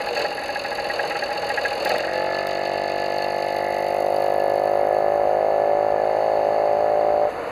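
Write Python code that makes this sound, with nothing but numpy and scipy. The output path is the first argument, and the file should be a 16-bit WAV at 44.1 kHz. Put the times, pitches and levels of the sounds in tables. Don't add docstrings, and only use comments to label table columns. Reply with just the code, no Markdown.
import sys
import numpy as np
from scipy import signal
from scipy.fft import rfft, irfft
from scipy.io import wavfile

SR = 44100
rng = np.random.default_rng(int(sys.argv[2]) if len(sys.argv) > 2 else 0)


def gain_from_decibels(decibels):
    exponent = np.asarray(decibels, float) / 20
    return 10 ** exponent


def persist_wave(psi):
    counts = np.round(np.clip(psi, -1, 1) * 32767).astype(np.int16)
    wavfile.write(sys.argv[1], SR, np.atleast_2d(counts).T)


N = 331191
TIME = np.arange(N) / SR

# (time [s], speed [turns/s])
CRANK_SPEED = [(0.0, 44.323), (0.3, 45.834), (0.95, 42.899), (1.35, 43.854), (1.5, 41.036), (1.65, 42.835),
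               (1.8, 41.956), (1.95, 45.602), (2.45, 48.711), (4.55, 50.884), (5.05, 52.375), (5.3, 51.947),
               (5.95, 52.894), (6.25, 53.487), (6.45, 52.897), (6.85, 53.686), (7.51, 53.939)]
FIRST_TURN = .011
# (time [s], lag [ms])
JOLTS = [(2.6, 0.39), (2.72, 0.21), (2.97, 0.28), (3.11, 0.45), (3.96, 0.3), (4.52, 0.34), (5.1, 0.51),
         (5.44, 0.23), (6.0, 1.03), (6.13, 0.36), (6.23, 0.64), (6.5, 0.7), (6.79, 0.71)]
JOLT_S, RIDING_TURNS_PER_S = .045, 52
# (time [s], load [0-1], turbulence re exhaust [dB], distance blur [0-1])
LOAD = [(0, 0, -2, .4), (1.82, 0, -2, .4), (1.9, .35, -4, .25), (2.08, .5, -7, .25), (2.17, 1, -13, .35),
        (2.6, 1, -22, .35), (4.5, 1, -23, .5), (5.25, 1, -19, .96), (7.27, 1, -15, .97), (7.3, 0, -2, .97),
        (7.51, 0, -2, .97)]
# (time [s], level [dB])
EXHAUST_LEVEL = [(0, -28.5), (.08, -29), (.42, -33), (1.0, -29), (1.7, -29), (2.08, -25), (2.17, -22.5),
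                 (2.5, -23.5), (2.7, -22.5), (3.0, -23), (3.75, -22.5), (4.05, -20), (4.7, -19.5),
                 (5.8, -20), (6.09, -20.5), (7.26, -20), (7.33, -31.5), (7.51, -27)]
# (time [s], boost [dB], half length [s])
BLIPS = [
    (0.21, 6, 0.053),
    (0.563, 0, 0.082),
    (1.008, 2.5, 0.07),
    (1.554, 2, 0.065),
    (1.909, 7, 0.058),
]
# (time [s], level [dB])
AWAY = [(0, -1.5), (2.2, -2.2), (3.1, -3), (3.9, -6), (4.6, -9.5), (4.95, -14), (5.95, -15.5), (6.2, -11.5),
        (7.51, -17)]
# (delay after main puff [turns], pitch [Hz], length [ms], pressure [ratio])
PUFFS = [
    (0, 630, 1.12, 1),
    (-.318, 600, 1.2, -.38),
    (-.187, 352, 4, -.085),
    (0, 455, 4.5, -.04),
    (.205, 830, 1.9, .17),
    (.13, 640, .9, -.1),
    (.44, 650, 1.6, .08),
    (-.007, 1050, 1.4, .065),
    (.01, 1240, 2, .02),
]
# (time [s], delay [ms], level [dB])
WALL_ECHO = [(4.2, 14.5, -26), (4.6, 11.6, -19), (5.0, 9.2, -13), (5.5, 7.5, -7), (5.75, 7.0, -8),
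             (5.88, 6.8, -20), (5.95, 7.8, -20), (6.2, 7.4, -9), (7.27, 6.9, -5)]
# (frequency [Hz], width [Hz], level [dB])
PIPE = [(569, 89, 4), (491, 21, -7.5), (682, 257, 0), (384, 124, -10.5), (250, 153, -12.5),
        (1190, 1000, -5)]
# (frequency [Hz], width [Hz], level from the side [dB], level from behind [dB])
BEAM = [(319, 60, 0, -3.5), (421, 37, -12.5, 0.5), (510, 21, 8, 1), (535, 94, -5.5, 1.7),
        (950, 180, -22, -2.5), (1025, 30, -3.5, 2.5), (1280, 140, 1.5, 3)]
TAIL_TURNS_S, TAIL_TURNS_IN_S = 3.84, 0.34
# (time [s], low ring [dB], high ring re low [dB])
FIRINGS = [(0.004, -17, -2.5), (0.069, -13, -5.5), (0.163, -14.5, -2), (0.205, -17, 2), (0.248, -12, -3),
           (0.314, -16.5, -7), (0.379, -17, -2), (0.423, -17, -6), (0.49, -14.5, -2), (0.557, -15, -1.5),
           (0.646, -16.5, 1), (0.715, -15.5, -2.5), (0.782, -14.5, -5), (0.851, -16, -7),
           (0.898, -13.5, -1), (0.992, -15.5, 4), (1.038, -16.5, -3), (1.107, -13, 0.5),
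           (1.153, -13.5, 0.5), (1.222, -14, 1), (1.291, -16, -9), (1.314, -15, -3), (1.36, -16, -10),
           (1.429, -11, -9), (1.477, -16, -9), (1.501, -11, -1.5), (1.574, -13.5, 2.5), (1.649, -15.5, 5),
           (1.715, -12.5, -12), (1.762, -14, -14)]
BITE_TURNS, BITE_LAG_S = np.arange(81, 94, 2), .0042
BITE_LOW_DB, BITE_LOW_DB_PER_S, BITE_LOW_FLOOR_DB = -15, -130, -46
BITE_HIGH_DB, BITE_HIGH_DB_PER_S = -11, -34
# (frequency [Hz], t60 [s], level [dB])
SHELL_LOW = [(820, 0.14, -4), (600, .04, -37)]
# (frequency [Hz], t60 [s], level [dB])
SHELL_HIGH = [(1657, 0.064, -2.5), (1901, 0.043, -2.5), (2170, 0.044, -12), (1315, 0.051, -12.5),
              (2594, 0.021, -6)]
# (frequency [Hz], t60 [s], level [dB])
SHELL_HOT = [(1729.3, 0.093, -2), (1975, 0.03, -3.5), (2146, 0.045, -6), (1223, 0.0072, -2)]
# (frequency [Hz], t60 [s], level [dB])
SHELL_HUM = [(851, 0.14, 0)]
# (frequency [Hz], width [Hz], time [s], half length [s], level [dB])
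SWING = [
    (1710, 150, 4.03, 0.1, -10),
    (2000, 210, 3.73, 0.22, 7.5),
    (1260, 130, 5, 0.34, 12),
    (1310, 190, 2.32, .15, 11.5),
    (1710, 200, 7.15, .3, -6),
]
# (frequency [Hz], width [Hz], level [dB])
CASE = [(2616, 270, -5), (2750, 260, 1), (3960, 680, -1.5), (4300, 380, -5), (4420, 100, -2.5),
        (4516, 240, -8.5)]
# (frequency [Hz], width [Hz], level [dB])
INTAKE = [
    [(6380, 380, 1), (7450, 310, -10.5)],
    [(10650, 1150, 6), (11420, 600, -12)],
    [(12900, 1800, -21.5), (13600, 700, 7.5), (14300, 700, -1)],
]
INTAKE_FACES_S, INTAKE_FACES_FOR_S = 4.13, 0.68
# (idle [dB], share of blip [ratio], share of fall [ratio], change under load [dB],
# change when the intake faces [dB])
LAYERS = [
    (-33.5, -1.4, 0.31, -1.5, -3),
    (-34, 0.92, 1, 0.5, -2.2),
    (-51, 0.96, 0.71, -1.1, 0.5),
    (-53.5, 0.31, 0.47, -4.5, 5.5),
    (-65.5, .5, .2, 1.3, 9),
]
# (multiple of crank speed [ratio], level [dB])
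THUMP = [(1, -63.5), (2, -51), (3, -50.5), (4, -48.5), (5, -47.5)]
# (time [s], level [dB])
CLICKS = [
    (0.1485, -42),
    (0.1924, -36),
    (1.8502, -23),
    (1.8928, -28),
    (1.982, -25.5),
    (2.4697, -31),
]
# (frequency [Hz], level per Hz [dB])
PARK = [(20, -28.5), (59, -12), (193, -17), (300, -6.5), (655, -7.5), (1150, -8.5), (3000, -25.5),
        (6600, -110)]
PARK_DB, PARK_LIFT, PARK_DUCK_DB = -37, 0.24, -2.5
# (frequency [Hz], width [Hz], share removed [ratio])
HOUSING = [(3237, 420, 1), (5240, 550, 1), (5760, 790, 1), (7560, 90, 0.23), (8600, 410, 0.36),
           (13000, 900, .4)]


def crank():
    turns = FIRST_TURN + np.cumsum(controls(CRANK_SPEED)[0]) / SR
    turns = turns - sum(ms / 1000 * RIDING_TURNS_PER_S * bell(s, JOLT_S) for s, ms in JOLTS)
    beats = np.interp(np.arange(1, int(turns[-1])), turns, TIME)
    return turns, beats


def exhaust(beats, load):
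    loose = 1 - np.interp(beats, TIME, load)
    chance = rng.standard_normal((len(beats), len(PUFFS) + 1, 2))
    size = gain_from_decibels((.5 + 2 * loose)[:, None] * chance[..., 0])
    slip_s = (3e-5 + 6e-4 * loose)[:, None] * chance[..., 1]
    period = np.gradient(beats)
    out = 0
    for k, (after, hz, ms, pressure) in enumerate(PUFFS):
        out = out + puff(beats + after * period + slip_s[:, k], pressure * size[:, k], hz, ms)
    s, delay_ms, db = np.transpose(WALL_ECHO)
    back = beats + np.interp(beats, s, delay_ms) / 1000 + 2 * slip_s[:, -1]
    echo = puff(back, gain_from_decibels(np.interp(beats, s, db)) * size[:, -1], 630, 1.5)
    return level(out + echo)


def puff(s, size, hz, ms):
    t = np.arange(-400, 401) / SR
    shape = np.exp(-(t * 1000 / ms) ** 2 / 2) * np.cos(2 * np.pi * hz * t)
    return signal.fftconvolve(taps(s, size), shape, "same")


def tumbling_gas(turns, blow, blur):
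    return level(body(gated(turns, gain_from_decibels(blow), .8, 0.32, .5 + blur / 2), PIPE))


def beamed(gas, load):
    behind = 1 / (1 + np.exp((TAIL_TURNS_S - TIME) / TAIL_TURNS_IN_S))
    for hz, width, side_db, behind_db in BEAM:
        view_db = side_db + (behind_db - side_db) * behind
        gas = gas + (gain_from_decibels(load * view_db) - 1) * band(gas, hz, width)
    return gas + (gain_from_decibels(4.7 * (1 - load)) - 1) * band(gas, 393, 89)


def idle_firings(beats):
    s, low_db, high_db = firings(beats)
    n = np.arange(400)
    shake = np.exp(-n / (0.0015 * SR)) * np.sin(2 * np.pi * 820 * n / SR)
    low = signal.fftconvolve(taps(s, gain_from_decibels(low_db)), shake)[:N]
    crack = taps(s, gain_from_decibels(low_db + high_db))
    rattle = np.exp(-(np.arange(1200) / (.013 * SR)) ** 4)
    high = signal.fftconvolve(crack, rattle)[:N] * rng.standard_normal(N)
    idle = beats[:BITE_TURNS[0]]
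    low = low + taps(idle + BITE_LAG_S, gain_from_decibels(-4.5 + 2.7 * rng.standard_normal(len(idle))))
    return gain_from_decibels(-32.5) * ring(low, SHELL_LOW) + ring(gain_from_decibels(-31.5) * high + gain_from_decibels(-10) * crack, SHELL_HIGH)


def firings(beats):
    s = beats[BITE_TURNS - 1] + BITE_LAG_S
    since = s - s[0]
    low_db = np.maximum(BITE_LOW_DB + BITE_LOW_DB_PER_S * since, BITE_LOW_FLOOR_DB)
    high_db = BITE_HIGH_DB + BITE_HIGH_DB_PER_S * since - low_db
    return np.hstack([np.transpose(FIRINGS), [s, low_db, high_db]])


def loaded_firings(beats, modes, lag_s):
    size = gain_from_decibels(0.39 * rng.standard_normal(len(beats)))
    return level(ring(taps(beats + lag_s, size), modes))


def hot_shell(turns, beats, blow, load, blur):
    struck = load * gain_from_decibels(1.0 - 6.4 * blur ** 2) * loaded_firings(beats, SHELL_HOT, .0042)
    blown = gain_from_decibels(-6.5) * level(ring(gated(turns, gain_from_decibels(2 * blow), 0.23, 0.33, blur), SHELL_HOT))
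    return swung(struck + blown)


def swung(shell):
    for hz, width, s, half, db in SWING:
        shell = shell + (gain_from_decibels(db * bell(s, half)) - 1) * band(shell, hz, width)
    return shell


def case_rattle(turns, knock, blur):
    return level(body(gated(turns, gain_from_decibels(3.9 * np.clip(knock, -2, 1.6)), 0.68, 0.19, blur), CASE))


def intake_hiss(turns, knock, blur, levels_db):
    hiss = 0
    for db, peaks in zip(levels_db, INTAKE):
        size = gain_from_decibels(1.5 * knock + 1.8 * rng.standard_normal(len(knock)))
        gasp = gated(turns, size, .62, .12, blur ** 3)
        hiss = hiss + gain_from_decibels(db) * level(body(gasp, peaks))
    return hiss


def crank_thump(turns, load):
    orders = sum(gain_from_decibels(db) * np.sin(2 * np.pi * k * (turns + 0.169)) for k, db in THUMP)
    return orders * (0.41 + 0.92 * load)


def clicks():
    s, db = np.transpose(CLICKS)
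    tick = signal.fftconvolve(taps(s, gain_from_decibels(db + 3)), np.exp(-np.arange(900) / (.002 * SR)))[:N]
    noise = rng.standard_normal(N)
    return tick * (band(noise, 12700, 8000) + gain_from_decibels(14.0) * band(noise, 4300, 600))


def park():
    hz, db = np.transpose(PARK)
    f = np.fft.rfftfreq(N, 1 / SR) + 1
    colour = gain_from_decibels(np.interp(np.log(f), np.log(hz), db))
    return gain_from_decibels(PARK_DB) * level(irfft(rfft(rng.standard_normal(N)) * colour, N))


def level(x):
    return x / np.sqrt(np.mean(x ** 2))


def taps(s, size):
    at = np.clip(np.asarray(s) * SR, 0, N - 2)
    out, i = np.zeros(N), at.astype(int)
    np.add.at(out, i, size * (1 - at + i))
    np.add.at(out, i + 1, size * (at - i))
    return out


def ring(x, modes):
    out = 0
    for k, (hz, t60, db) in enumerate(modes):
        pole = np.exp(2j * np.pi * hz / SR - np.log(1000) / (t60 * SR))
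        out = out + (-1) ** k * gain_from_decibels(db) * signal.lfilter([1], [1, -pole], x).imag
    return out


def band(x, hz, width):
    return signal.lfilter(*signal.iirpeak(hz, hz / width, SR), x)


def body(x, peaks):
    out = 0
    for hz, width, db in peaks:
        once = band(x, hz, 1.67 * width)
        out = out + gain_from_decibels(db) * band(once, hz, 1.67 * width) / np.sqrt(width)
    return out


def gated(turns, size, start, decay, blur):
    since = turns - start
    rise = since % 1 / decay
    turn = np.clip(since, 0, len(size) - 1).astype(int)
    burst = level(size[turn] * rise * np.exp(-rise))
    return (np.sqrt(1 - blur) * burst + np.sqrt(blur)) * rng.standard_normal(N)


def controls(table):
    t, *columns = np.transpose(table)
    return [np.interp(TIME, t, c) for c in columns]


def bell(s, width):
    return np.exp(-((TIME - s) / width) ** 2 / 2)


def scene():
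    turns, beats = crank()
    load, rough_db, blur = controls(LOAD)
    blip_db = sum(db * bell(s, half) for s, db, half in BLIPS)
    facing = bell(INTAKE_FACES_S, INTAKE_FACES_FOR_S)
    pipe_db, away_db = controls(EXHAUST_LEVEL)[0] + blip_db, controls(AWAY)[0]
    shell_db, case_db, *hiss_db = [
        idle_db + blip * blip_db + fall * away_db + load_db * load + facing_db * facing
        for idle_db, blip, fall, load_db, facing_db in LAYERS]
    blow, knock = rng.standard_normal((2, len(beats) + 2))
    puffs = (.45 + .55 * load) * exhaust(beats, load)
    gas = beamed(puffs + gain_from_decibels(rough_db) * tumbling_gas(turns, blow, blur), load)
    shell = hot_shell(turns, beats, blow, load, blur)
    hum = load * gain_from_decibels(5) * loaded_firings(beats, SHELL_HUM, .0036)
    case = case_rattle(turns, knock, blur)
    engine = gain_from_decibels(pipe_db) * gas + gain_from_decibels(shell_db) * shell + gain_from_decibels(case_db) * (case + hum)
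    engine += intake_hiss(turns, knock, blur, hiss_db) + crank_thump(turns, load)
    park_gain = gain_from_decibels(PARK_DUCK_DB * load - PARK_LIFT * away_db)
    return (engine + idle_firings(beats) + clicks() + park_gain * park())[None]


def band_limit(x):
    return signal.sosfilt(signal.butter(12, 16010, fs=SR, output="sos"), x)


def record(dry):
    x = signal.sosfilt(signal.ellip(8, .2, 60, 14700, fs=SR, output="sos"), dry)
    for hz, width, share in HOUSING:
        x = x - np.clip(share, 0, 1) * band(x, hz, width)
    return band_limit(x)


dry = scene()
out = record(dry)
persist_wave(out)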